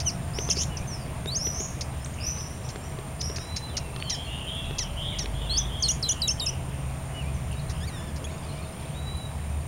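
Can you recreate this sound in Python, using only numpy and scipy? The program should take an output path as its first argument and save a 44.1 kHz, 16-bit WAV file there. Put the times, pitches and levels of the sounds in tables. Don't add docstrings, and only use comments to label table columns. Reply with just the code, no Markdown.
import sys
import numpy as np
from scipy import signal
from scipy.fft import rfft, irfft, next_fast_len
from scipy.io import wavfile
from scipy.ndimage import uniform_filter1d, map_coordinates

SR = 44100
rng = np.random.default_rng(int(sys.argv[2]) if len(sys.argv) > 2 else 0)


def voltage_ratio(level):
    return 10 ** (np.asarray(level, float) / 20)


def put_to_file(sound):
    columns = np.atleast_2d(sound).T
    safe = np.clip(columns, -1, 1)
    whole_steps = np.round(safe * 32767)
    wavfile.write(sys.argv[1], SR, whole_steps.astype(np.int16))


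N = 426447


def unit(x):
    return x / np.sqrt(np.mean(x ** 2) + 1e-20)


def along(points, hz):
    f, v = np.transpose(points)
    return np.interp(np.log(hz + 1), np.log(f + 1), v)


def wobble(rate, size=N):
    i = np.arange(0, size + 8, 8)
    knots = rng.standard_normal(int(size * 2000 / SR) + 4)
    return np.interp(np.arange(size), i, map_coordinates(knots, [i * min(rate, 2000) / SR]))


def filtered(x, response):
    m = next_fast_len(N + SR // 2)
    return irfft(rfft(x, m) * response(np.fft.rfftfreq(m, 1 / SR)), m)[:N]


def rush(spectrum, patchy_db):
    z = signal.stft(rng.standard_normal(N), nperseg=512)[2]
    field = uniform_filter1d(uniform_filter1d(rng.standard_normal(z.shape), 5, 0), 12, 1)
    noise = signal.istft(z * voltage_ratio(patchy_db * unit(field)), nperseg=512)[1][:N]
    return unit(filtered(noise, lambda hz: voltage_ratio(along(spectrum, hz))))


def add(track, s, x):
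    part = track[round(s * SR):][:len(x)]
    part += x[:len(part)]


def tone(hz):
    return np.sin(2 * np.pi * np.cumsum(hz) / SR)


def traced(rows, smooth):
    s, *cols = np.transpose(rows)
    t = np.arange(s[0], s[-1], 1 / SR)
    size = max(1, int(smooth * SR))
    return [uniform_filter1d(np.interp(t, s, c), size, mode="nearest") for c in cols]


def edges(size, fade):
    i = np.arange(size) / SR / fade
    return np.sin(np.pi / 2 * np.minimum(1, np.minimum(i, i[::-1]))) ** 2


def copies(calls, shape):
    return [[(s + stretch * t, hz * share, db + rel_db) for t, share, rel_db in shape]
            for s, stretch, hz, db in calls]


def scrub(x, t60, gap):
    t = np.arange(SR // 2) / SR
    tail = rng.standard_normal(len(t)) * voltage_ratio(-60 * t / t60) * (t > gap)
    return signal.fftconvolve(x, tail / np.linalg.norm(tail))[:N]


def traffic():
    # time_s, rumble_db, roar_db
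    levels = [(0.0, -35.5, -41.5), (2.29, -39, -43), (7.11, -38.5, -42.5), (7.78, -34.5, -43),
              (8.051, -39.5, -42.5), (9.67, -38, -43.5)]
    # pitch_hz, level_db per Hz
    rumble = [(20, -12.5), (45, -9), (75, 4), (100, -5), (135, -0.5), (170, -6), (230, -18.5), (330, -39.5),
              (600, -67)]
    roar = [(120, -40), (220, 2), (350, -3), (520, -4), (660, -3), (900, -5), (1150, -7), (1400, -11.5),
            (2500, -12.5), (3400, -17.5), (4200, -23), (6000, -22.5), (16000, -44)]
    s, rumble_db, roar_db = np.transpose(levels)
    t = np.arange(N) / SR
    low = voltage_ratio(np.interp(t, s, rumble_db) + 3.5) * rush(rumble, patchy_db=-0.5)
    return low + voltage_ratio(np.interp(t, s, roar_db)) * rush(roar, patchy_db=1.08)


def insects():
    # pitch_hz, level_db per Hz
    shimmer = [(5500, -41), (6600, -9.5), (7300, -0.5), (8400, 1), (9000, 5.5), (9700, -3), (11000, -11.5),
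               (13000, -15), (15000, -12.5), (15800, -16)]
    # pitch_hz, strokes_per_s, level_db
    singers = [(6982, 40, -70), (7407, 38, -65), (8274, 54, -68), (8646, 54, -67), (8764, 36, -67),
               (8866, 36, -63), (9222, 42, -68), (9494, 49, -69)]
    # time_s, wing_hz
    fly = [(0, 645), (.7, 661), (1.1, 625), (1.8, 656), (2.5, 630), (3.3, 649), (3.7, 672), (4.05, 638),
           (4.25, 689), (4.47, 627), (4.7, 668), (5.3, 645), (6.1, 642), (6.55, 675), (6.95, 645),
           (7.3, 661), (8.2, 640.5), (9.67, 655)]
    # wing_hz, level_db
    wings = [(640, -62), (580, -61), (695, -62), (728, -61)]
    t = np.arange(N) / SR
    out = voltage_ratio(-49.5) * rush(shimmer, patchy_db=0.8)
    for hz, rate, db in singers:
        strokes = np.exp(1.1 * np.cos(2 * np.pi * rate * t + .3 * wobble(4)))
        carrier = np.sin(2 * np.pi * hz * t + 0.4 * wobble(8.9))
        out += voltage_ratio(db + 4.6 * wobble(3.18)) * unit(strokes * carrier)
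    fly_hz = np.interp(t, *np.transpose(fly)) * (1 + .008 * wobble(6))
    out += voltage_ratio(-53 + 2.5 * wobble(3)) * tone(fly_hz)
    for hz, db in wings:
        wing_hz = hz * (1 + .015 * wobble(1.2) + .016 * wobble(5))
        out += voltage_ratio(db + 4.5 * wobble(1.6)) * tone(wing_hz)
    return out


def syrinx(hz, db, tilt_db, narrow=1, bigger=1, count=7):
    # pitch_hz, gain_db
    throat = [(1700, -16), (2600, -8), (3500, -10.5), (5000, 9), (6500, 7), (7400, -9.5), (8500, -6),
              (11000, -11.5), (13500, -39), (15500, -45)]
    k = np.arange(1, count + 1)[:, None]
    gain = voltage_ratio(narrow * along(throat, bigger * k * hz) + tilt_db * np.log2(k)) * (k * hz < 16000)
    tones = gain * np.sin(k * 2 * np.pi * np.cumsum(hz) / SR)
    return voltage_ratio(db) * tones.sum(0) / np.sqrt((gain ** 2).sum(0) / 2 + 1e-9)


def chip(db, length, knee_hz, slow):
    rest_hz = 1210
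    t = np.arange(round(length * SR)) / SR
    hz = rest_hz + (knee_hz - rest_hz) * np.exp(-t / slow) + (7600 - knee_hz) * np.exp(-t / 0.00072)
    hz = hz * (1 + 0.094 * t / length * wobble(970, len(t)))
    soft_start_db = -6 * np.exp(-t / .002)
    level = db + soft_start_db - 14 * (t / length) ** 2 + 2.0 * wobble(440, len(t))
    return syrinx(hz, level, -4.0, narrow=0.98, count=6) * edges(len(t), 0.00025)


def chips_and_snaps(out):
    # start_s, level_db, length_s, knee_hz, slow_fall_s
    chips = [(.001, -31, 0.022, 3500, 0.0087), (1.809, -29, 0.021, 3890, 0.0092),
             (2.6885, -35.5, 0.023, 3500, 0.018), (3.36, -31, 0.019, 3100, 0.016),
             (3.562, -29, 0.025, 3200, 0.008), (3.768, -26.5, 0.026, 3300, 0.0065)]
    # start_s, level_db
    snaps = [(7.484, -49), (7.529, -43), (8.161, -53), (8.38, -49), (8.466, -48), (8.821, -52), (6.13, -34),
             (6.556, -47), (6.86, -51), (6.974, -50), (2.372, -50)]
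    for s, *shape in chips:
        add(out, s, chip(*shape))
    for s, db in snaps:
        add(out, s, chip(db, .004, 3500, .01))


def clear_notes(out):
    # time_s, pitch_hz, level_db
    opener = [(0.05, 3290, -45), (0.06, 3090, -38), (0.066, 3060, -26.5), (0.075, 3060, -22),
              (0.088, 2870, -23.5), (0.097, 2390, -35), (0.108, 2040, -37)]
    # time_s, pitch_hz, level_db
    climbs = [
        [(1.268, 3460, -43), (1.276, 3730, -34.5), (1.292, 3890, -31), (1.314, 4100, -39), (1.324, 4440, -31),
         (1.346, 4630, -36), (1.356, 5500, -27), (1.371, 6500, -23.5), (1.388, 6470, -37)],
        [(5.495, 3910, -31), (5.509, 4200, -29), (5.563, 4520, -31), (5.575, 5200, -23.5), (5.586, 6590, -20),
         (5.595, 5970, -25), (5.605, 5950, -38)],
    ]
    # time_s, pitch_hz, level_db
    flicks = [
        [(3.206, 5900, -38), (3.209, 6080, -33), (3.213, 5930, -28), (3.2155, 3200, -28), (3.218, 1920, -29),
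         (3.222, 1600, -33)],
        [(.769, 6500, -31), (.772, 5740, -32), (.777, 4390, -34)],
        [(.776, 6300, -37), (.779, 5600, -38), (.783, 4800, -40)],
    ]
    # start_s, stretch, level_db
    dives = [(4.096, 1.16, -25.5), (4.783, 1.1, -26), (5.1855, .96, -28.5)]
    # after_start_s, pitch_hz, level_db
    dive_shape = [(0, 7260, -8), (.0012, 5890, 4), (.0026, 3860, -6.5), (.008, 2797, 3),
                  (0.013, 2050, -4.5), (0.02, 1950, -5.5), (0.031, 1884, -5.5), (.042, 1770, -7),
                  (.049, 1540, -14), (.054, 1250, -16)]
    diving = copies([(s, stretch, 1, db) for s, stretch, db in dives], dive_shape)
    for note in [opener, *climbs, *flicks, *diving]:
        hz, db = traced(note, 0.0016)
        hz = hz * (1 + .004 * wobble(300, len(hz)) + .01 * wobble(70, len(hz)))
        voice = syrinx(hz, db + .8 * wobble(150, len(hz)), -4.2)
        add(out, note[0][0], voice * edges(len(hz), .002))


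def trill(size, rate_hz, scatter):
    return tone(rate_hz * (1 + scatter * wobble(58.6, size)))


def rasp(hz, db, depth, narrow):
    flutter = trill(len(hz), 430, .2)
    chopped = 1 + np.minimum(.45, 3 * depth) * flutter
    hz = hz * (1 + depth * (.45 * flutter + .7 * np.tanh(wobble(1900, len(hz)))))
    voice = syrinx(hz, db + 3 * wobble(1200, len(hz)), -2.5, narrow=narrow)
    return chopped * voice * edges(len(hz), .002)


def rasps_and_scolds(out):
    # time_s, pitch_hz, level_db
    rasps = [
        [(.4955, 4600, -40), (.499, 3580, -34), (.503, 3200, -20.5), (.512, 2620, -22), (.52, 2750, -27),
         (.53, 3200, -29), (.545, 3200, -49)],
        [(.555, 2370, -45), (.57, 2230, -33), (.59, 2730, -31), (.612, 2970, -27), (.63, 3150, -29.5),
         (.648, 3230, -42)],
    ]
    rough_from = [0, .75]
    # start_s, length_s, pitch_hz, level_db, depth_share
    scolds = [(7.695, .03, 1900, -38, .3), (8.16, .025, 2300, -44, .28)]
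    for note, rough in zip(rasps, rough_from):
        hz, db = traced(note, 0.0018)
        growth = np.minimum(1, rough + np.arange(len(hz)) / SR / 0.017) ** 2
        add(out, note[0][0], rasp(hz, db, 0.14 * growth, narrow=1.07))
    for s, length, hz, db, depth in scolds:
        u = np.linspace(0, 1, round(length * SR))
        add(out, s, rasp(hz * (1 - .04 * (u - .5)), db - 10 * u, depth, narrow=0.51))


def hook(fall, turn):
    s, first_hz, held_hz, db = fall
    turn_s, low_hz, turn_db, stretch = turn
    drop, rise = stretch * 0.02, stretch * .029
    spent_db = -18
    t = np.arange(s, turn_s + rise, .001)
    fall_s = 0.003 + 0.0024 * (first_hz - held_hz) / 1000
    held = held_hz + (first_hz - held_hz) * np.exp(-((t - s) / fall_s) ** 1.4)
    down = np.clip((turn_s - t) / drop, 0, 1)
    up = np.clip((t - turn_s) / rise, 0, 1)
    hz = low_hz + (held - low_hz) * np.sin(np.pi / 2 * down) ** 2
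    lingering = np.minimum(1, up / 0.92) ** 1.32
    hz = hz + (1.193 - 1) * low_hz * np.sin(np.pi / 2 * lingering) ** 2
    drop_s = turn_s - drop
    accent_db = 6 * np.exp((s - t) / 0.0029)
    first = db + accent_db + spent_db * ((t - s) / (drop_s - s)) ** 6
    push_s = [drop_s, drop_s + 0.012, turn_s, turn_s + rise]
    second = np.interp(t, push_s, [db + spent_db, turn_db, turn_db, turn_db - 6.5])
    slip = (t[-1] + 0.0074, .9 * hz[-1], second[-1] - 23)
    return [*np.transpose([t, hz, np.where(t < drop_s, first, second)]), slip]


def hooked_notes(out):
    # start_s, first_hz, held_hz, level_db
    falls = [(5.824, 6770, 4205, -23.5), (6.026, 5570, 4020, -28.5), (6.218, 5200, 3925, -25),
             (6.397, 5520, 3706, -29.5)]
    # turn_s, lowest_hz, level_db, stretch
    turns = [(5.894, 2850, -20.5, 0.89), (6.099, 2873, -20.5, 0.95), (6.291, 2660, -22, 1.07),
             (6.472, 2546, -25, 0.94)]
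    for note in map(hook, falls, turns):
        hz, db = traced(note, 0.0028)
        quaver = .006 * wobble(250, len(hz)) + .006 * wobble(90, len(hz))
        voice = syrinx(hz * (1 + quaver), db + 1.3 * wobble(199, len(hz)), -3.0)
        add(out, note[0][0], voice * edges(len(hz), 0.0016))


def open_throated_notes(out):
    # time_s, pitch_hz, level_db
    mew = [(7.795, 1500, -54), (7.83, 1750, -46), (7.862, 1940, -44.5), (7.88, 2464, -42), (7.9, 2074, -45),
           (7.93, 1912, -49), (7.975, 1766, -44.5), (8.05, 1740, -54), (8.11, 1700, -55)]
    # time_s, pitch_hz, level_db
    pip = [(8.24, 1800, -51), (8.244, 3240, -37), (8.25, 3400, -38), (8.259, 3320, -41)]
    hz, db = traced(mew, 0.0053)
    hz = hz * (1 + .016 * wobble(70, len(hz)))
    voice = syrinx(hz, db + 3.5 * wobble(60, len(hz)), -2.5, narrow=.3, bigger=1.4)
    add(out, mew[0][0], voice * edges(len(hz), .01))
    hz, db = traced(pip, .001)
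    voice = syrinx(hz, db + wobble(300, len(hz)), -3, narrow=.2, count=3)
    add(out, pip[0][0], voice * edges(len(hz), .001))


def hummingbird():
    out = np.zeros(N)
    chips_and_snaps(out)
    clear_notes(out)
    rasps_and_scolds(out)
    hooked_notes(out)
    open_throated_notes(out)
    high = filtered(out, lambda f: 1 / (1 + (4400 / (f + 1)) ** 6))
    return out + voltage_ratio(-10.0) * scrub(high * (.5 + wobble(420)), 0.19, 0.0028)


def twitter():
    # start_s, length_s, first_hz, last_hz, level_db
    rattles = [(2.165, .15, 2750, 2400, -38), (2.375, .04, 2400, 3000, -43), (6.67, .12, 3000, 2800, -45),
               (7.49, .06, 3000, 2650, -42), (7.715, .09, 3000, 2900, -43)]
    # from_s, to_s
    flock = (8.27, 8.95)
    pulses_per_s, peeps = 66, 340
    out = np.zeros(N)
    for s, length, first_hz, last_hz, db in rattles:
        t = np.arange(round(length * SR)) / SR
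        beat = np.sin(np.pi * pulses_per_s * t) ** 6 * np.sin(np.pi * t / length) ** .5
        hz = np.linspace(first_hz, last_hz, len(t)) * (1 - 0.13 * np.sin(2 * np.pi * pulses_per_s * t))
        add(out, s, voltage_ratio(db + 3 * wobble(50, len(t))) * beat * tone(hz))
    for when, pitch, slide, size, life, near in rng.random((peeps, 6)):
        u = np.linspace(0, 1, round((.006 + .03 * life ** 2) * SR))
        hz = 2200 * 2.5 ** pitch * (1 + .25 * (slide - .5) * u)
        in_flock = near < .4
        s = flock[0] + when * (flock[1] - flock[0]) if in_flock else when * N / SR
        add(out, s, voltage_ratio(-63 + 8 * size + 2 * in_flock) * np.sin(np.pi * u) * tone(hz))
    return out + voltage_ratio(-5) * scrub(out, .4, .006)


def neighbour():
    # start_s, length_s, start_hz, top_hz, level_db
    sweeps = [(0.334, 0.085, 4620, 6290, -43), (0.483, 0.016, 4680, 5730, -39),
              (1.373, 0.082, 4800, 5920, -41.5), (1.516, 0.03, 4750, 6250, -42.5),
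              (1.545, 0.029, 5200, 6200, -48), (1.578, 0.029, 4890, 6840, -39.5),
              (1.641, .03, 5500, 6720, -52), (2.202, 0.076, 4500, 6050, -42.5),
              (2.301, .035, 5200, 6120, -52), (2.382, 0.023, 4500, 5950, -44.5),
              (2.44, 0.028, 5000, 5950, -55), (2.495, .04, 5200, 6070, -57),
              (2.629, 0.025, 4500, 5950, -56), (2.817, 0.03, 5000, 5900, -60),
              (3.194, 0.07, 4720, 5780, -44), (3.384, .026, 4700, 5720, -46), (0.425, .03, 5300, 6300, -47)]
    hold = .25
    out = np.zeros(N)
    for s, length, start_hz, top_hz, db in sweeps:
        v = np.arange(round((1 + hold) * length * SR)) / SR / length
        u = np.minimum(1, v)
        hz = start_hz + (top_hz - start_hz) * u ** (.9 - 4.6 * length)
        phase = 2 * np.pi * np.cumsum(hz) / SR
        level_db = db + 1.5 + 5.3 * u - 42 * (v - u) + 3.2 * wobble(174, len(u))
        voice = np.sin(phase) + voltage_ratio(-18.5) * np.sin(2 * phase)
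        add(out, s, voltage_ratio(level_db) * edges(len(u), 0.0036) * voice)
    out = filtered(out, lambda f: 1 / (1 + (f / 12000) ** 24))
    return out + voltage_ratio(4.5) * scrub(out * (1 + .5 * wobble(150)), 0.42, 0.0017)


def ticks():
    # start_s, knock_db, click_db above the knock
    taps = [(0.387, -22.5, -4), (0.489, -27, -4), (0.57, -27, -12), (1.259, -25.5, -8), (1.47, -26, -7.5),
            (1.604, -27, -9), (2.06, -50, 12), (2.759, -29.5, -7), (2.988, -30, -10), (3.299, -27, -10),
            (3.384, -34, 2), (3.962, -34.5, 1), (4.0007, -38, 2), (4.026, -47, 6), (2.372, -52, 10),
            (2.408, -52, 8), (4.709, -28.5, -11), (5.243, -29.5, -11), (5.258, -33.5, 3)]
    # pitch_hz, width_hz, level_db
    shell = [(2050, 2200, 4), (3200, 1000, 4.5), (6400, 1500, -37)]
    # start_s, pitch_hz, level_db
    pop = (4.0253, 2750, -16.5)
    clicks, knocks, t = np.zeros(N), np.zeros(N), np.arange(SR // 20) / SR
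    for s, db, click_db in taps:
        add(clicks, s, voltage_ratio(db + click_db + 7.0 - 60 * t / 0.014) * rng.standard_normal(len(t)))
        add(knocks, s, voltage_ratio(db + 2.0 - 60 * t / 0.028) * np.sin(2 * np.pi * 410 * t))
    s, hz, db = pop
    bump = np.exp(-((t - .002) * hz) ** 2)
    add(knocks, s - .002, voltage_ratio(db) * bump * np.sin(2 * np.pi * hz * (.002 - t)))

    def through_shell(f):
        modes = sum(voltage_ratio(db) * 1j * f * w / (c * c - f * f + 1j * f * w) for c, w, db in shell)
        return modes / (1 + 1j * f / 7000) ** 3

    return knocks + filtered(clicks, through_shell)


def far_birds():
    # start_s, length_s, first_hz, last_hz, level_db
    slides = [(5.84, .14, 5640, 4580, -43), (2.136, .018, 7440, 5600, -42), (4.245, .08, 4400, 3950, -53),
              (7.34, .07, 6400, 5500, -52), (7.513, .014, 8790, 10120, -36), (7.592, .04, 4550, 3500, -48),
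              (8.265, .03, 2300, 2900, -42), (8.487, .04, 4350, 3600, -49), (7.68, .03, 4300, 3700, -49)]
    seeps = [(9.165, .015, 9000, 10900, -42), (4.545, .015, 8750, 10700, -43), (2.5, .02, 9900, 11000, -47),
             (5.795, .025, 6320, 6150, -41), (7.562, .036, 3750, 3900, -48), (8.3, .055, 6700, 6750, -53),
             (2.0, .03, 5100, 5300, -49), (8.42, .022, 3100, 3550, -49), (8.43, .024, 4500, 4700, -50),
             (8.507, .02, 4200, 4300, -49), (8.617, .018, 4200, 4400, -49), (8.545, .075, 2250, 2450, -49),
             (8.85, .014, 3450, 3800, -48), (8.93, .024, 3300, 3700, -50), (8.295, .018, 2100, 2250, -47),
             (7.53, .02, 4000, 4700, -52)]
    # start_s, stretch, pitch_hz, level_db
    steps = [(.69, 1, 2960, -53.5), (7.135, 1.03, 2950, -51.5)]
    helds = [(3.39, 1.04, 4030, -46.5), (8.94, 1, 3960, -45.5)]
    arches = [(3.985, 0.99, 4530, -45)]
    # after_start_s, pitch_share, level_db
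    step_shape = [(0, 1, 2), (.062, 0.99, 7.5), (.107, .77, 0.5), (.162, .87, 3)]
    held_shape = [(0, .9, -12), (.015, .955, -7), (.066, .985, -2), (.24, 1, 0), (.32, .975, -4),
                  (.35, .985, -15), (.55, .99, -20)]
    arch_shape = [(0, .9, -10), (.015, 0.97, -6), (0.054, 1, -3), (.155, .85, 3)]
    # time_s, pitch_hz, level_db
    sink = [(3.69, 3740, -51), (3.725, 3350, -55), (3.76, 2840, -52), (3.9, 2654, -57), (4.0, 2690, -50)]
    squeak = [(2.045, 4900, -15), (2.05, 7300, -38), (2.058, 8200, -34), (2.09, 8350, -58)]
    swoop = [(.868, 6260, -46), (.886, 6230, -40.5), (.9, 5960, -43.5), (.948, 5280, -38.5),
             (.962, 5190, -53), (1.01, 4850, -56), (1.07, 4400, -58)]
    notes = [sink, squeak, swoop]
    notes += copies(steps, step_shape) + copies(helds, held_shape) + copies(arches, arch_shape)
    for s, length, first_hz, last_hz, db in slides:
        notes.append([(s + u * length, first_hz + (last_hz - first_hz) * u ** .75, db - 25 * u * u)
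                      for u in np.linspace(0, 1, num=6)])
    for s, length, first_hz, last_hz, db in seeps:
        notes.append([(s, first_hz, db - 8), (s + length, last_hz, db)])
    out = np.zeros(N)
    for note in notes:
        hz, db = traced(note, 0.0035)
        hz = hz * (1 + .002 * wobble(60, len(hz)))
        level = voltage_ratio(db + 3 + 2.3 * wobble(60, len(hz)))
        add(out, note[0][0], level * tone(hz) * edges(len(hz), .006))
    return out + voltage_ratio(-8.5) * scrub(out, 0.45, 0.0071)


def warbler():
    # start_s, length_s, first_hz, middle_hz, last_hz
    leader = [(4.011, .21, 3020, 3150, 3200), (4.26, .2, 2760, 2870, 2760), (4.478, .06, 3830, 3350, 2900),
              (4.46, .16, 3000, 3270, 3370), (4.96, .2, 2790, 3300, 2750), (5.14, .05, 2850, 3100, 3550),
              (5.5, .17, 3200, 3380, 3400), (5.69, .21, 2900, 3300, 2750), (6.04, .18, 3200, 2970, 2880),
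              (6.37, .16, 3160, 2900, 2844)]
    answer = [(4.22, 0.21, 3200, 3200, 3140), (4.29, 0.1, 3470, 3510, 3440),
              (4.551, 0.26, 2760, 2700, 2620), (4.64, 0.119, 3900, 3520, 3300),
              (4.633, 0.24, 3250, 3300, 2880), (5.112, 0.043, 2280, 2200, 2070),
              (5.329, 0.25, 3070, 3430, 2700), (5.398, 0.11, 3050, 2900, 2720),
              (5.016, .16, 3530, 3580, 3500), (5.704, 0.17, 3300, 3200, 3200),
              (4.795, .1, 3050, 3100, 2660)]
    # time_s, level_db
    effort = [(4.01, -43.5), (4.2, -40), (4.3, -43), (4.56, -38.5), (4.75, -42.5), (5.05, -38.5),
              (5.16, -43), (5.35, -40), (5.55, -38.5), (5.8, -45), (6.53, -46.5)]
    # time_s, roughness
    hoarse = [(4.0, .05), (4.7, .12), (4.95, .8), (5.7, .8), (6.1, 1.3)]
    out = np.zeros(N)
    for (s, length, *arc), voice_db in [*((row, 0) for row in leader), *((row, -7) for row in answer)]:
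        u = np.arange(round(length * SR)) / SR / length
        hz = np.polyval(np.polyfit([0, .5, 1], arc, deg=2), u)
        db = np.interp(s + u * length, *np.transpose(effort)) + voice_db
        rough = np.interp(s, *np.transpose(hoarse))
        purr = trill(len(hz), 190, .04 + .08 * rough)
        drift = .003 * wobble(40, len(hz)) + .012 * rough * wobble(150, len(hz))
        voice = tone(hz * (1 + (.015 + .017 * rough) * purr + drift))
        level = voltage_ratio(db + 2 * wobble(30, len(hz))) * (1 + .5 * purr)
        add(out, s, level * voice * edges(len(hz), .012))
    roughness = np.interp(np.arange(N) / SR, *np.transpose(hoarse))
    leaves = unit(wobble(520)) * (1.05 + 0.38 * roughness)
    return out + voltage_ratio(-4.5) * scrub(out, 0.56, .006) + voltage_ratio(-4.0) * scrub(out * leaves, .45, .006)


def engines():
    # time_s, firing_hz, level_db
    leaving = [(4.6, 31.6, -41), (4.94, 44.1, -40), (5.09, 47.4, -40), (5.45, 52.9, -33.5),
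               (6.52, 62.5, -44), (8.28, 76.6, -36.5), (8.5, 78.1, -52), (8.77, 75.6, -42.5),
               (9.67, 74.5, -30.5)]
    drone = [(4.5, 130.5, -46.5), (7, 132, -38.5), (7.7, 140.3, -40.5), (9.2, 143.9, -43.5)]
    out = np.zeros(N)
    for rows in (leaving, drone):
        hz, db = traced(rows, 0.23)
        level = voltage_ratio(db + 3.0 + 1.6 * wobble(6.0, len(hz)))
        add(out, rows[0][0], level * tone(hz) * edges(len(hz), 0.081))
    return out


def scene():
    birds = hummingbird() + twitter() + neighbour() + far_birds() + warbler()
    return (traffic() + insects() + birds + ticks() + engines())[None]


def roll_off(x):
    return signal.sosfilt(signal.butter(12, 16530, fs=SR, output="sos"), x)


def record(dry):
    def notch(f):
        detuning = 7900 ** 2 - f * f
        return ((detuning + 1j * f * 280) / (detuning + 1j * f * 950)) ** 2 * (f < 15980)

    whine = voltage_ratio(-71) * np.sin(2 * np.pi * 15734 * np.arange(N) / SR)
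    mix = filtered(dry[0], notch) + whine
    return roll_off(mix[None])


dry = scene()
out = record(dry)
put_to_file(out)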